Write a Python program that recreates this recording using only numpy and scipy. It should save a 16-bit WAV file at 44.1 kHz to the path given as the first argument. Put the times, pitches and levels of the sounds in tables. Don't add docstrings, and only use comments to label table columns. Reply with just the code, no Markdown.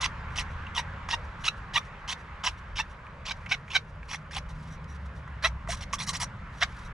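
import sys
import numpy as np
from scipy import signal
from scipy.fft import rfft, irfft, next_fast_len
from scipy.io import wavfile
from scipy.ndimage import uniform_filter1d

SR = 44100
rng = np.random.default_rng(int(sys.argv[2]) if len(sys.argv) > 2 else 0)


def dump(signal):
    limited = np.clip(np.atleast_2d(signal).T, -1, 1)
    pcm = np.round(limited * 32767).astype(np.int16)
    wavfile.write(sys.argv[1], SR, pcm)


N = 305613

# t/s, rumble level/dB, drone level/dB, tyre roar level/dB
TRAFFIC_LEVELS = [(0.0, -35.5, -47, -43), (0.71, -42.5, -47, -43.5), (2.08, -46, -51, -46.5),
                  (3.05, -45.5, -52, -49), (3.47, -42, -48.5, -49.5), (3.82, -48, -52.5, -52),
                  (4.82, -42.5, -46.5, -50), (5.23, -53, -47.5, -49.5), (5.77, -39.5, -47, -50),
                  (6.04, -44.5, -43, -48), (6.6, -44, -49, -47.5), (6.93, -40.5, -47, -47.5)]
# f/Hz, relative level/(dB per Hz)
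RUMBLE_SPECTRUM = [(12, -31), (25, 3), (60, 6.5), (100, 1.5), (130, -28), (200, -71), (400, -120)]
DRONE_SPECTRUM = [(70, -30), (110, 0), (150, 0.5), (200, -6.5), (260, -17), (400, -41), (800, -120)]
ROAR_SPECTRUM = [(380, -11.5), (650, -13), (843, -3), (1060, 1), (1600, -1.5), (2070, -6.5), (4800, -28.5),
                 (5870, -32), (7020, -35.5), (11000, -51), (14300, -96), (22000, -120)]
HOLLOW_SPECTRUM = [(180, -41), (240, 2.5), (330, -4), (550, 7), (700, 2), (900, -57), (1500, -120)]
HOLLOW_DB = -58.5
# f/Hz, correlation [1 = identical]
LEFT_RIGHT_LIKENESS = [(60, 1.0), (150, 1), (380, 0.95), (950, 0.81), (2400, 0.64), (15000, 0.39)]
# t/s, pitch f/Hz, level/dB
ENGINE_PASSES = [
    [(0.1, 59, -48), (0.36, 81.3, -41.5), (1.13, 88.2, -47.5), (1.35, 56.6, -33)],
    [(4.3, 75, -52), (4.55, 65.3, -52), (5.1, 69.6, -38), (5.5, 61.6, -39.5), (5.95, 72, -48),
     (6.3, 61, -56)],
    [(3.3, 149, -58.5), (4.2, 153.8, -53), (4.87, 158.7, -48.5), (5.4, 143, -58), (5.65, 168.2, -50),
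     (6.4, 165, -48)],
]

# f/Hz, width/Hz, level/dB
STEEL_MODES = [(2060, 280, -10), (3900, 170, -3), (5300, 400, -9), (5770, 170, 4), (6400, 400, -13),
               (7870, 220, -16), (10200, 500, -14), (13900, 500, -26)]
# f/Hz, relative level/(dB per Hz)
TEARING_SPECTRUM = [(300, -74), (650, -7.5), (1050, 8), (1440, -3.5), (2000, 0.5), (3500, 2.5), (4450, -5),
                    (5660, 0.5), (8280, -16), (9930, -13.5), (11900, -64), (14000, -23), (15500, -18)]
DOWEL_SPECTRUM = [(820, -13), (1400, -3), (1680, -3.5), (3900, 5.5), (4710, -15), (5740, -8), (7000, -28),
                  (10200, -58), (12000, -30), (15600, -37), (22000, -120)]
RUSTLE_SPECTRUM = [(1500, -36), (3000, 2), (5000, -2), (8000, -10.5), (10500, -12), (12000, -22),
                   (14000, -25), (15500, -45)]

# start t/s, length/s, place of the peak [0-1], peak level/dB,
# steel ring level/dB against the rustle
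LIGHT_RUBS = [(.30, 0.11, 0.3, -69, -2), (0.472, .08, 0.7, -74, 4), (1.23, .06, .4, -76, 4),
              (1.378, 0.14, 0.3, -66, 2), (1.563, 0.046, .2, -67.5, -6), (1.84, 0.051, .3, -67, -7),
              (2.167, 0.067, .55, -72.5, 5), (2.567, .035, .6, -73, 5), (2.89, 0.061, 0.2, -67, -2),
              (3.34, 0.19, 0.2, -73, -8), (3.658, .045, .8, -68, -6), (3.87, 0.051, .5, -75, -2),
              (4.014, 0.098, 0.96, -69, -9), (4.486, 0.057, 0.05, -58.5, -8),
              (4.526, 0.089, 0.35, -69, -12), (4.578, 0.11, 0.36, -66, -12), (4.645, 0.079, .6, -66, -15),
              (4.695, 0.08, 0.33, -64.5, 4), (4.841, 0.0076, .4, -58, -10), (4.873, 0.085, 0.36, -69.5, 9),
              (4.94, 0.04, .4, -62.5, -11), (5.048, .035, .3, -68, -8), (5.143, .07, 0.25, -68, -15),
              (5.277, 0.045, 0.4, -82, -10), (5.756, 0.061, 0.34, -55, -4), (5.886, .05, 0.9, -70, -6),
              (6.506, 0.12, 0.93, -60, -7), (6.66, 0.13, 0.6, -68, -12), (6.73, 0.18, 0.46, -63.5, -14),
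              (6.841, 0.046, 0.35, -65, 8)]
RUB_EDGE_DB, RUB_LUMPS_DB, FIDGET_DB = -23.5, 2, -77
TRAIL_DB, TRAIL_T60_S, TRAIL_RING_DB, TRAIL_FROM = -34, 0.24, -10, 0.74

# t/s, level/dB at the onset before the knock and crack shares, pitch f/Hz
WOOD_TAPS = [(0.3055, -39, 1480), (0.667, -37, 2600), (3.0674, -41, 1960), (3.461, -29.5, 2000),
             (3.6793, -39, 1840), (4.0302, -40, 1750), (4.3092, -35.5, 1890), (5.2765, -37.5, 1300),
             (5.674, -31, 1210), (5.9316, -27, 2040), (6.5838, -46, 1610)]
TAP_T60_S = 0.035

# start t/s, length/s, place of the peak [0-1], tooth rate f/Hz at start and at end,
# peak level/dB before lumps and steel, level/dB of the tooth-rate tone against the upper harmonics
TOOTH_CHATTER = [(0.028, 0.0096, 0.35, 1010, 1020, -30.5, 5), (0.04, 0.025, 0.34, 992, 1065, -31.5, 7),
                 (0.774, 0.014, 0.43, 964, 925, -23.5, -2), (0.79, 0.013, 0.44, 905, 1020, -27.5, 5),
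                 (1.123, 0.026, 0.65, 902, 933, -25, -3), (1.474, 0.016, 0.92, 1189, 1404, -19.5, -6.5),
                 (1.743, 0.011, 0.64, 910, 960, -32, -12), (1.754, 0.012, 1, 926, 972, -20, -10),
                 (1.765, 0.0098, 0.43, 1123, 1096, -22.5, -1),
                 (1.773, 0.013, 0.55, 1198, 1220, -22.5, -2.5), (2.436, 0.0117, 0.97, 950, 1170, -32, 2),
                 (2.459, 0.022, 0.74, 1013, 985, -28.5, 0.5), (2.789, 0.027, 0.64, 834, 932, -26.5, -8.5),
                 (3.307, 0.013, 0.8, 758, 804, -30, -26), (3.511, 0.026, 0.32, 731, 809, -24.5, -14),
                 (3.533, 0.019, 0.95, 846, 677, -32, -15), (3.746, 0.026, 0.8, 800.5, 746, -18, -17.5),
                 (4.365, 0.016, 0.31, 758, 835, -35.5, 11), (5.434, 0.036, 0.62, 566.4, 727, -21.5, -12.5),
                 (5.47, 0.0055, 1, 960, 940, -32.5, 8), (5.687, 0.025, 0.16, 648, 722, -33.5, 11),
                 (5.725, 0.0237, 0.5, 940, 1110, -39.5, 13), (5.933, 0.018, 0.086, 1100, 1170, -28, 22),
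                 (6.085, 0.03, 0.41, 1183, 1010, -36, 21), (6.203, 0.026, 0.42, 980, 987, -38, 9),
                 (6.611, 0.029, 0.96, 581, 794, -24.5, -9.5)]
WOOD_HZ, WOOD_PER_TOOTH = 700, 1.766

# start t/s, length/s, landing level/dB, place of the peak [0-1], peak level/dB,
# treble level/dB and steel ring level/dB against the tearing, dowel resonance f/Hz early and late,
# its level/dB against the tearing
FILE_STROKES = [(.006, 0.062, -32, 0.9, -28, -24, -12, 2020, 2100, -19),
                (.355, 0.078, -40, 0.44, -32, -14.5, -7, 3120, 2250, -9),
                (0.745, 0.072, -41.5, 0.58, -31, -20, -7, 3280, 1880, -9),
                (1.084, 0.076, -39.5, 0.43, -30.5, -22.5, -13, 1900, 1880, -12),
                (1.437, 0.057, -38, 0.82, -29, -16, -9, 2640, 2600, -8.5),
                (1.734, 0.061, -35, 0.66, -29, -24, -8, 2840, 2250, -12),
                (2.076, 0.065, -39, 0.82, -33.5, -13, -7, 2840, 3480, -6),
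                (2.434, 0.069, -34.5, 0.49, -26.5, -23, -10, 2800, 2740, -11),
                (2.754, 0.073, -41.5, 0.5, -33.5, -21, -13.5, 2840, 1930, -5),
                (3.251, 0.077, -39, 1, -34.5, -33, -14, 2570, 2780, -13),
                (3.488, 0.062, -52, 0.48, -32, -26, -10, 2290, 2520, 2),
                (3.697, 0.09, -52, 0.69, -31, -25, -11, 2800, 2140, 0),
                (4.082, 0.091, -47.5, 0.57, -36.5, -19.5, -7, 2440, 2080, -4.5),
                (4.307, 0.087, -50.5, 0.88, -34, -18.5, -8, 1950, 2700, -22),
                (5.422, 0.072, -40, 0.39, -34, -18, -4, 1690, 1970, 0),
                (5.684, 0.077, -37, 0.49, -36, -6.5, -4, 1870, 1600, -12),
                (5.804, 0.042, -44.5, 0.76, -42, -13, -6.5, 1870, 1770, -16),
                (5.928, 0.036, -20, 0.18, -34, -5, -6, 2010, 3940, -13),
                (5.983, 0.073, -48, 0.33, -36.5, -7.5, 0, 3400, 3750, -1.5),
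                (6.064, 0.057, -48, 0.46, -35.5, -0.5, 0, 3920, 3640, -3),
                (6.128, 0.055, -40, .6, -34.5, -7, -3, 1860, 3900, -10),
                (6.196, 0.057, -36.5, 0.73, -34, -4, 1.5, 1950, 4020, -16),
                (6.604, 0.052, -38, 0.54, -28.5, -38, -9.5, 1720, 1690, 1)]
LANDING_S, LIFT_DB, LIFT_CURVE = 0.0066, -19.5, 1.86
TREBLE_FOLLOWS = .65
BITE_DB, BITE_S = 2.5, .0025

# f/Hz, left minus right level/dB
NEAR_LEAN = [(60, 7), (150, 2), (380, -2), (950, -1.5), (2380, -2.5), (5980, -1), (15000, 3)]
# f/Hz, lead of the left [rad]
PORT_LEAD = [(100, 0), (400, -.09), (1000, -.22), (2000, -.44), (3200, -.7), (4200, -.75), (5000, -.5),
             (9000, -.12), (15000, 0)]
# f/Hz, relative level/dB
FINAL_TONE = [(9000, 2), (10800, 1), (12000, -5.5), (14000, 1), (15000, -28), (15600, -40)]
EDGE_HZ = 15650


def gain_of(db):
    return 10 ** (np.asarray(db) / 20)


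def evened(x):
    return x / np.sqrt(np.mean(x ** 2) + 1e-20)


def read(points, hz):
    f, value = np.transpose(points)
    return np.interp(np.log(hz + 1), np.log(f + 1), value)


def add(mix, s, sound):
    part = mix[..., round(s * SR):][..., :sound.shape[-1]]
    part += sound[..., :part.shape[-1]]


def coloured(x, points):
    hz = abs(np.fft.fftfreq(2048, 1 / SR))
    log_gain = np.log(gain_of(read(points, hz)))
    response = np.exp(np.conj(signal.hilbert(log_gain)))
    impulse = np.fft.ifft(response).real[:1024]
    return signal.oaconvolve(x, impulse / np.linalg.norm(impulse))[:len(x)]


def resonate(x, hz, width):
    turn = np.exp(2j * np.pi * np.cumsum(hz * np.ones(len(x))) / SR)
    r = np.exp(-np.pi * width / SR)
    return 2 * (turn * signal.lfilter([1 - r], [1, -r], x / turn)).real


def steeply(x, hz, width):
    once = resonate(x, hz, width)
    twice = resonate(once, hz, 2 * width)
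    return evened(resonate(twice, hz, 2 * width))


def steel(x):
    ringing = 0
    for hz, width, db in STEEL_MODES:
        ringing = ringing + gain_of(db) * resonate(resonate(x, hz, 3 * width), hz, width)
    return ringing


def crackle(size, per_s, spread_db):
    draw = rng.random(size)
    tall = rng.exponential(1, size)
    grit = rng.standard_normal(size)
    clicks = (draw < per_s / SR) * gain_of(spread_db * np.minimum(tall, 4)) * np.sign(grit)
    return evened(evened(clicks) + 0.59 * grit)


def knotted(x, depth_db):
    z = signal.stft(x, nperseg=256, noverlap=192)[2]
    knots = rng.standard_normal(z.T.shape).T
    knots = uniform_filter1d(uniform_filter1d(knots, 4, 0), 6, 1)
    return evened(signal.istft(z * gain_of(depth_db * evened(knots)), nperseg=256, noverlap=192)[1][:len(x)])


def wash(points, size, patchy_db):
    frames, hz = 4 * N // size + 5, np.fft.rfftfreq(size, 1 / SR)
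    a, b, c, d, patches = rng.standard_normal((frames, len(hz), 5)).T
    patches = evened(uniform_filter1d(uniform_filter1d(patches, 10, 0), 10, 1))
    same = np.clip(read(LEFT_RIGHT_LIKENESS, hz), -1, 1)[:, None]
    left, other = a + 1j * b, c + 1j * d
    z = np.array([left, same * left + np.sqrt(1 - same ** 2) * other])
    z *= gain_of(read(points, hz)[:, None] + patchy_db * patches)
    return evened(signal.istft(z, nperseg=size, noverlap=size * 3 // 4)[1][:, :N])


def engine(rows, width):
    s, hz, db = np.transpose(rows)
    t = np.arange(s[0], s[-1], 1 / SR)
    pitch = np.interp(t, s, hz)
    note = resonate(rng.standard_normal(len(t)), pitch, width)
    note = evened(resonate(note, pitch, 3 * width)) * signal.windows.tukey(len(t), .2)
    return s[0], gain_of(np.interp(t, s, db)) * note


def traffic():
    s, *levels = np.transpose(TRAFFIC_LEVELS)
    t = np.arange(N) / SR
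    rumble, drone, roar = (gain_of(np.interp(t, s, db)) for db in levels)
    lows = rumble * wash(RUMBLE_SPECTRUM, size=4096, patchy_db=2.5)
    lows += drone * wash(DRONE_SPECTRUM, size=4096, patchy_db=0.5)
    mids = roar * wash(ROAR_SPECTRUM, size=1024, patchy_db=1.5)
    mids += gain_of(HOLLOW_DB) * wash(HOLLOW_SPECTRUM, size=2048, patchy_db=2.5)
    notes = np.zeros(N)
    for rows in ENGINE_PASSES:
        add(notes, *engine(rows, width=7.3))
    return lows + mids * gain_of([[-.5], [.5]]) + notes


def wall(x):
    t = np.arange(4000) / SR
    tail = rng.standard_normal((2, len(t))) * gain_of(-60 * t / 0.071) * (t > .002)
    return gain_of(-11) * signal.oaconvolve(x, tail / np.linalg.norm(tail[0]), axes=1)[:, :N]


def brushing():
    grit = crackle(N, per_s=6000, spread_db=1.5)
    rustle, ring = evened(coloured(grit, RUSTLE_SPECTRUM)), evened(steel(grit))
    touch, ringing = np.full(N, gain_of(FIDGET_DB)), np.zeros(N)
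    for s, length, peak, db, ring_db in LIGHT_RUBS:
        u = np.linspace(0, 1, round(length * SR))
        from_peak = np.interp(u, [0, np.clip(peak, .05, .95), 1], [1, 0, 1])
        rub = gain_of(db + RUB_EDGE_DB * from_peak ** 2) * signal.windows.tukey(len(u), .25)
        add(touch, s, rub)
        add(ringing, s, rub * gain_of(ring_db))
    t = np.arange(SR // 4) / SR
    for s, length, _, _, db, *_ in FILE_STROKES:
        trail = gain_of(db + TRAIL_DB - 60 * t / TRAIL_T60_S)
        add(touch, s + TRAIL_FROM * length, trail)
        add(ringing, s + TRAIL_FROM * length, trail * gain_of(TRAIL_RING_DB))
    lumps = evened(uniform_filter1d(uniform_filter1d(rng.standard_normal(N), 300), 300))
    return gain_of(RUB_LUMPS_DB * lumps) * (touch * rustle + ringing * ring)


def taps():
    out, t = np.zeros(N), np.arange(2000) / SR
    for s, db, hz in WOOD_TAPS:
        noise = rng.standard_normal(len(t))
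        knock = 0.83 * steeply(noise, hz, 950)
        crack = 0.075 * coloured(noise, TEARING_SPECTRUM)
        add(out, s, gain_of(db - 60 * t / TAP_T60_S) * (knock + crack))
    return out


def chatter():
    out = np.zeros(N)
    for s, length, peak, hz_a, hz_b, db, tone_db in TOOTH_CHATTER:
        u = np.linspace(0, 1, round(length * SR))
        wobble, lumps = (evened(uniform_filter1d(v, 60)) for v in rng.standard_normal((2, 2000)))
        hz = (hz_a + (hz_b - hz_a) * u) * (1 + 0.025 * wobble[:len(u)])
        turns = np.cumsum(hz) / SR
        harmonics = sum(np.cos(2 * np.pi * k * turns + 0.223 * k * k) for k in range(2, 14))
        upper = coloured(harmonics, DOWEL_SPECTRUM)
        upper = evened(evened(upper) + 0.83 * steeply(upper, WOOD_HZ + WOOD_PER_TOOTH * hz, 1500))
        tone = gain_of(tone_db) * np.sqrt(2) * np.sin(2 * np.pi * turns)
        rise_and_fall = np.interp(u, [0, np.clip(peak, .1, .8), 1], [0, 1, 0])
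        bite = np.sin(np.pi / 2 * rise_and_fall) ** 1.3
        add(out, s, gain_of(db + 2.0 * lumps[:len(u)]) * bite * evened(upper + tone))
    return out + gain_of(-5) * steel(out)


def strokes():
    fibres = knotted(crackle(N, per_s=8000, spread_db=1.5), depth_db=4.0)
    bites = evened(uniform_filter1d(rng.standard_normal(N), round(BITE_S * SR)))
    fibres = evened(fibres * gain_of(BITE_DB * bites))
    press, bright, ring, wood = np.zeros((4, N))
    for s, length, land_db, peak, db, treble_db, ring_db, hz_a, hz_b, wood_db in FILE_STROKES:
        u = np.linspace(0, 1, round(length * SR))
        peak = np.clip(peak, .1, .9)
        lift = np.clip((u - peak) / (1 - peak), 0, 1) ** LIFT_CURVE
        press_db = np.interp(u, [0, peak], [land_db, db]) + LIFT_DB * lift
        edges = np.clip(np.minimum(u, 1 - u) * length / LANDING_S, 0, 1)
        shape = gain_of(press_db) * edges
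        add(press, s, shape)
        add(bright, s, edges * gain_of(db + treble_db + TREBLE_FOLLOWS * (press_db - db)))
        add(ring, s, shape * gain_of(ring_db))
        hz = hz_a + (hz_b - hz_a) * np.clip(2 * u - .5, 0, 1)
        local = fibres[round(s * SR):][:len(u)]
        add(wood, s, shape * gain_of(wood_db) * steeply(local, hz, 760))
    torn = coloured(fibres, TEARING_SPECTRUM)
    body = signal.sosfilt(signal.butter(4, 7500, "low", fs=SR, output="sos"), torn)
    treble = signal.sosfilt(signal.butter(4, 7500, "high", fs=SR, output="sos"), torn)
    tearing = press * evened(body) + bright * evened(treble)
    return tearing + wood + steel(fibres * ring) / np.std(steel(fibres))


def ports(x, turn):
    size = next_fast_len(N + 512)
    half = turn(np.fft.rfftfreq(size, 1 / SR))
    return irfft(rfft(x, size) * np.array([half, 1 / half]), size)[:, :N]


def scene():
    hands = strokes() + chatter() + taps() + brushing()
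    direct = ports(hands[None], lambda hz: gain_of(read(NEAR_LEAN, hz) / 2))
    return direct + wall(hands[None]) + traffic()


def record(dry):
    toned = np.array([coloured(channel, FINAL_TONE) for channel in dry])
    toned *= np.std(dry) / np.std(toned)
    toned *= signal.windows.tukey(N, .002)
    apart = ports(toned, lambda hz: np.exp(.5j * read(PORT_LEAD, hz)))
    band_limit = signal.firwin(511, EDGE_HZ, window=("kaiser", 9), fs=SR)
    return signal.oaconvolve(apart, band_limit[None], "same")


dry = scene()
out = record(dry)
dump(out)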